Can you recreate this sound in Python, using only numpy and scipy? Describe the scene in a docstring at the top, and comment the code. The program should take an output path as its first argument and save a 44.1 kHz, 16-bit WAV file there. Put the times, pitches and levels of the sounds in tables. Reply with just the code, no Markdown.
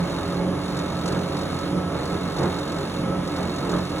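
"""Empty treadmill running.

The machine runs at a steady pace, close to a pair of microphones. The motor hums and ticks once
a turn, a low drone surges and ebbs, and the drive whines thinly in short flares. The belt rumbles
over the hollow deck, swells as its seam rounds a roller, and rubs, hisses and snaps in between.
Its slack part quiets the ticking for a moment on every lap."""
import sys
import numpy as np
from scipy.fft import rfft, irfft, next_fast_len
from scipy.io import wavfile
from scipy.ndimage import map_coordinates

SR = 44100
rng = np.random.default_rng(int(sys.argv[2]) if len(sys.argv) > 2 else 0)


def pcm_store(signal):
    """Save signal as 16-bit PCM."""
    levels = np.round(np.clip(np.atleast_2d(signal), -1, 1) * 32767)
    wavfile.write(sys.argv[1], SR, levels.astype(np.int16).T)


N = 176400
T = np.arange(N) / SR


def amp(db):
    """Decibels to gain."""
    return 10 ** (np.asarray(db) / 20)


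def unit(x):
    """Scale to rms 1."""
    return x / np.sqrt(np.mean(x ** 2) + 1e-20)


def along(points, hz):
    """Read (Hz, value) points on a log axis."""
    knots_hz, values = np.transpose(points)
    return np.interp(np.log(hz + 1), np.log(knots_hz + 1), values)


def lifts(modes, hz):
    """The dB that resonances add at each frequency."""
    return sum(db * np.exp(-2 * ((hz - centre) / width) ** 2) for centre, width, db in modes)


def wobble(rate_hz):
    """A smooth random curve, rate_hz knots a second."""
    return map_coordinates(rng.standard_normal(size=1024), [T * rate_hz + 2], mode="wrap")


def swell(centre_s, half_s):
    """A smooth rise and fall."""
    return np.exp(-.5 * ((T - centre_s) / half_s) ** 2)


def strike(age_s, rise_s, fall_s):
    """Envelope of a contact against the time since it began."""
    age_s = np.maximum(age_s, 0)
    return (1 - np.exp(-age_s / rise_s)) * np.exp(-age_s / fall_s)


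def tone(cycles, waver_db, rate_hz):
    """A sine of rms 1 whose level wavers."""
    return unit(np.sin(2 * np.pi * (cycles + rng.random())) * amp(waver_db * wobble(rate_hz)))


def filtered(x, response):
    """x times a complex response of frequency."""
    size = next_fast_len(N + SR // 2)
    return irfft(rfft(x, size) * response(np.fft.rfftfreq(size, 1 / SR)), size)[..., :N]


# Each row: frequency in Hz, correlation between the microphones.
MIC_LIKENESS = [(100, .99), (300, .93), (550, .68), (900, .86), (1400, .86), (2300, .62), (3600, .86),
                (4700, .98), (6200, .93), (9000, .96), (13000, .96)]
def rush(colour_db):
    """Coloured stereo noise of rms 1, partly unlike at the two microphones."""
    def response(hz):
        angle = np.arccos(np.clip(along(MIC_LIKENESS, hz), -1, 1)) / 2
        return amp(colour_db(hz)) * np.array([np.cos(angle), np.sin(angle)])
    mid, side = filtered(rng.standard_normal((2, N)), response)
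    return unit(np.array([mid + side, mid - side]))


MOTOR_HZ = 45.11
def shaft(zero_s=.0134, settle_s=.456, slip_turns=.44):
    """Shaft angle in turns; the motor is a little slow at first."""
    slip = slip_turns * np.clip(1 - T / settle_s, 0, 1)
    return MOTOR_HZ * (T - zero_s) + slip + .015 * wobble(rate_hz=4)


def slack_db(lap_s=1.318, first_s=.495, half_s=.125, depth_db=9.5):
    """Dip in level as the slack part of the belt passes, once a lap."""
    from_slack_s = (T - first_s + lap_s / 2) % lap_s - lap_s / 2
    return -depth_db * np.exp(-(from_slack_s / half_s) ** 4)


# Each row: centre in seconds, level in dB, half length in seconds.
WHINE_FLARES = [(0.794, -44, 0.05), (0.967, -42, 0.039), (1.05, -40, .025), (1.605, -41, 0.028),
                (1.807, -38.5, .045), (1.883, -41, 0.0098), (2.12, -37.5, 0.03), (2.31, -42.5, 0.051),
                (2.736, -44, 0.023), (3.11, -35.5, 0.043), (3.21, -49, 0.013), (3.643, -41.5, 0.046),
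                (3.982, -41, 0.026)]
def whining(turns, pitch_hz=1301.5, floor_db=-49.5):
    """The drive's thin whine follows the motor's speed and flares briefly."""
    cycles = pitch_hz / MOTOR_HZ * turns + .06 * wobble(rate_hz=30)
    flares = sum(amp(db) * swell(s, half_s) for s, db, half_s in WHINE_FLARES)
    return np.hypot(amp(floor_db), flares) * tone(cycles, waver_db=1, rate_hz=30)


# Each row: frequency in Hz, level in dB.
DRIVE_TONES = [(79.5, -47), (93.2, -51), (140.2, -43.5), (145.5, -42), (220, -50), (291.2, -37.5)]
def drive(turns, drift_cycles=.05):
    """Tones of the drive and rollers, tied to the motor's speed."""
    sound = np.zeros(N)
    for hz, db in DRIVE_TONES:
        cycles = hz / MOTOR_HZ * turns + drift_cycles * wobble(rate_hz=8)
        sound += amp(db) * tone(cycles, waver_db=2.5, rate_hz=8)
    return sound


# Each row: multiple of the shaft rate, level in dB before the surge.
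HUM_HARMONICS = [(1, -64), (2, -41), (3, -43.5), (5, -43), (6, -45.5), (9, -46.5), (12, -52.5)]
# Each row: time in seconds, level in dB.
DRONE_LEVELS = [(0, -26), (.1, -37.5), (.32, -32.5), (.45, -24.5), (.58, -34), (.7, -33.5), (.8, -30),
                (.93, -37.5), (1.18, -27), (1.33, -39), (1.45, -34.5), (1.65, -36.5), (1.77, -26),
                (2.0, -41), (2.12, -32), (2.35, -36), (2.47, -28), (2.64, -42), (2.9, -37), (3.17, -27),
                (3.3, -40), (3.42, -28), (3.53, -39.5), (3.76, -26.5), (3.95, -41.5)]
def motor(turns, hum_follows=.35):
    """Shaft harmonics hum, surging with a drone at four times the shaft rate."""
    drone_db = np.interp(T, *np.transpose(DRONE_LEVELS))
    drone = amp(drone_db) * tone(4 * turns + .05 * wobble(rate_hz=14), waver_db=1, rate_hz=20)
    surge = amp(hum_follows * (drone_db - drone_db.mean()))
    hum = sum(amp(db) * tone(k * turns, waver_db=1.5, rate_hz=9) for k, db in HUM_HARMONICS)
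    return surge * hum + drone


# Each row: centre in seconds, level in dB, half length in seconds.
DECK_GROANS = [(.32, -39.5, .04), (.47, -39, .05), (1.27, -38, .03), (1.47, -37.5, .03), (1.74, -36.5, .06),
               (2.45, -36, .035)]
def groaning(pitch_hz=553):
    """Now and then the rubbing belt sets one narrow deck resonance groaning."""
    level = sum(amp(db) * swell(s, half_s) for s, db, half_s in DECK_GROANS)
    return level * tone(pitch_hz * T + .2 * wobble(rate_hz=35), waver_db=2, rate_hz=30)


# Each row: resonance in Hz, width in Hz, lift in dB.
STEEL_MODES = [(2700, 280, 25), (3715, 330, 30), (4150, 240, 27), (4390, 170, 22), (4710, 220, 23),
               (5460, 300, 16), (7750, 240, 17)]
def steel_db(hz):
    """Colour of the ringing steel roller."""
    return lifts(STEEL_MODES, hz)


# Each row: frequency in Hz, relative density in dB.
SLIDE_COLOUR = [(700, -1.5), (1700, 4), (2600, 1.5), (3200, 5.5), (4000, -0.5), (6200, -3), (7800, -8),
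                (10500, -2.5), (11700, -16.5), (15600, -20)]
def sliding(level_db=-43, ring_share=.12):
    """The belt hisses over the deck, faintly coloured by the steel."""
    level = amp(level_db + .5 * wobble(rate_hz=20))
    return level * rush(lambda hz: along(SLIDE_COLOUR, hz) + ring_share * steel_db(hz))


# Each row: frequency in Hz, relative density in dB.
DRAG_COLOUR = [(300, -33), (700, -3), (1300, 4), (2000, -7), (3000, -18.5), (6000, -44)]
def dragging(level_db=-41.5):
    """The taut belt drags on the deck, easing as the slack passes."""
    level = amp(level_db + slack_db() + 1.4 * wobble(rate_hz=18))
    return level * rush(lambda hz: along(DRAG_COLOUR, hz))


# Each row: start in seconds, relative level in dB.
BELT_SNAPS = [(0.7667, -27), (0.7876, -28), (1.0575, -24.5), (1.077, -22), (1.121, -27), (1.3668, -30),
              (1.387, -30), (1.4104, -30), (1.587, -27.5), (2.0534, -31), (2.125, -32), (2.366, -28),
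              (2.387, -27.5), (2.429, -25), (2.584, -28), (2.675, -33), (2.7177, -30), (3.273, -28.5),
              (3.3628, -28), (3.426, -32), (3.5593, -30), (3.5828, -32), (3.694, -27), (3.715, -29.5),
              (3.782, -29.5), (3.848, -35), (3.897, -32), (3.9814, -31)]
# Each row: frequency in Hz, relative density in dB.
SNAP_COLOUR = [(600, -59), (1400, -20), (3000, 3.5), (6200, 7), (10300, 0), (12000, -12), (15600, -53)]
def snapping(gain_db=-4, ring_share=.22):
    """The belt catches and lets go with a bright snap that also rings the steel."""
    level = sum(amp(db + gain_db) * strike(T - s, rise_s=.003, fall_s=.0075) for s, db in BELT_SNAPS)
    return level * rush(lambda hz: along(SNAP_COLOUR, hz) + ring_share * steel_db(hz))


# Each row: frequency in Hz, relative density in dB.
TICK_COLOUR = [(500, 0), (1300, -1), (2500, 0), (3200, 13), (3900, -2), (6300, 15.5), (10500, 2.5),
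               (11700, -7), (15600, -41)]
def ticking(turns, scrape_db=-39.5, ring_db=-30.5, rebound_db=-6.5, scatter_db=1.3, jitter_turns=.05):
    """A scraping tick and its rebound ring the steel every turn, fading as the slack passes."""
    loose_turns = turns + jitter_turns * wobble(rate_hz=40)

    def contacts(lag_turns):
        count, part = np.divmod(loose_turns - lag_turns + 2, 1)
        sizes = amp(scatter_db * rng.standard_normal(size=256))
        return sizes[count.astype(int)] * strike(part / MOTOR_HZ, rise_s=.0028, fall_s=.005)

    def ticks(colour_db):
        level = contacts(lag_turns=0) + amp(rebound_db) * contacts(lag_turns=.39)
        return level * rush(colour_db)

    scrape = amp(scrape_db) * ticks(lambda hz: along(TICK_COLOUR, hz))
    ring = amp(ring_db) * ticks(steel_db)
    return amp(slack_db()) * (scrape + ring)


# Each row: frequency in Hz, relative density in dB.
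ROLL_COLOUR = [(22, -31), (33, -26), (43, 3.5), (110, -5), (250, -2.5), (480, 3), (800, -2), (1250, -4),
               (1450, -10.5), (2300, -18.5), (4000, -42), (9000, -93)]
# Each row: resonance in Hz, width in Hz, lift in dB.
DECK_MODES = [(80, 7.4, 9), (97, 13, -1), (129, 41, 8.5), (169, 19.4, 17.5), (220, 22.4, 11), (264, 7.8, 7),
              (302, 57, 10), (350.8, 16, 8), (401.8, 9.7, 9), (547.5, 29, 5.5), (644.5, 10, 3.5),
              (858.5, 12.5, 6.5), (1274, 55, 3.5), (1655, 32, 7.5), (2194, 63, 11)]
def deck_db(hz):
    """Colour of the rolling belt through the resonant deck and frame."""
    return along(ROLL_COLOUR, hz) + lifts(DECK_MODES, hz)


def rolling(level_db=-29.5):
    """The belt rumbles steadily over the hollow deck."""
    return amp(level_db + wobble(rate_hz=14)) * rush(deck_db)


# Each row: centre in seconds, level in dB.
BELT_RUBS = [(.825, -33.5), (1.28, -41), (1.47, -35), (2.13, -36), (2.7, -41), (3.42, -36)]
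# Each row: frequency in Hz, dB added to the deck's colour.
RUB_COLOUR = [(80, -4), (170, -13), (300, 2), (520, 3), (900, -8.5), (2500, -8)]
def rubbing(half_s=.036):
    """The belt rubs on the deck between passes of the seam."""
    level = sum(amp(db) * swell(s, half_s) for s, db in BELT_RUBS)
    return level * rush(lambda hz: deck_db(hz) + along(RUB_COLOUR, hz))


# Each row: centre in seconds, rumble in dB, scuff in dB, boom in dB, half length in seconds.
SEAM_PASSES = [(.46, -29, -50, -44, .048), (1.12, -29, -32, -36, .055), (1.76, -30.5, -50, -44, .055),
               (2.435, -25.5, -29, -30.5, .05), (3.08, -31, -40, -37, .07), (3.74, -29, -32, -36, .055)]
# Each row: frequency in Hz, dB added to the deck's colour.
SEAM_COLOUR = [(40, 2), (90, -4), (160, -6.5), (280, 4), (500, 5), (750, -5.5), (1200, -15), (2500, -16)]
# Each row: frequency in Hz, relative density in dB.
SCUFF_COLOUR = [(200, -3), (400, 3.5), (900, 4), (1300, 1), (2200, -13), (3500, -19), (8000, -53)]
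def seam(boom_hz=145.8):
    """Twice a lap the seam rounds a roller: it rumbles, scuffs and makes the deck boom."""
    centres_s, rumble_db, scuff_db, boom_db, halves_s = np.transpose(SEAM_PASSES)
    passes = np.array([swell(s, half_s) for s, half_s in zip(centres_s, halves_s)])
    rumble = amp(rumble_db) @ passes * rush(lambda hz: deck_db(hz) + along(SEAM_COLOUR, hz))
    scuff = amp(scuff_db) @ passes * rush(lambda hz: along(SCUFF_COLOUR, hz))
    boom_cycles = boom_hz * T + .2 * wobble(rate_hz=28)
    boom = amp(boom_db) @ passes * tone(boom_cycles, waver_db=2, rate_hz=25)
    return rumble + scuff + boom


# Each row: frequency in Hz, left minus right in dB.
MIC_BALANCE = [(50, -1), (170, -2.5), (370, -1.5), (480, -4.5), (650, -6.5), (900, -2), (1300, -1),
               (2200, -2.5), (3000, -0.5), (12000, 0)]
# Each row: frequency in Hz, lead of the left side in radians.
MIC_LEAD = [(1300, .05), (2200, .8), (2600, 2.1), (3400, 1.5), (4700, 3.1), (6800, 6.3), (8900, 9.4),
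            (11100, 12.6), (15300, 18.8)]
def microphones(hz):
    """Gain and phase at the left and right microphones."""
    sides = np.array([[.5], [-.5]])
    return amp(sides * along(MIC_BALANCE, hz)) * np.exp(1j * sides * along(MIC_LEAD, hz))


def scene():
    """The machine as it reaches the two microphones."""
    turns = shaft()
    tones = motor(turns) + drive(turns) + whining(turns)
    belt = rolling() + seam() + rubbing() + sliding() + dragging() + groaning()
    return filtered(tones + belt + ticking(turns) + snapping(), microphones)


def record(dry):
    """Cut everything above the band limit."""
    top_hz = 15800
    return filtered(dry, lambda hz: hz < top_hz)


dry = scene()
out = record(dry)
pcm_store(out)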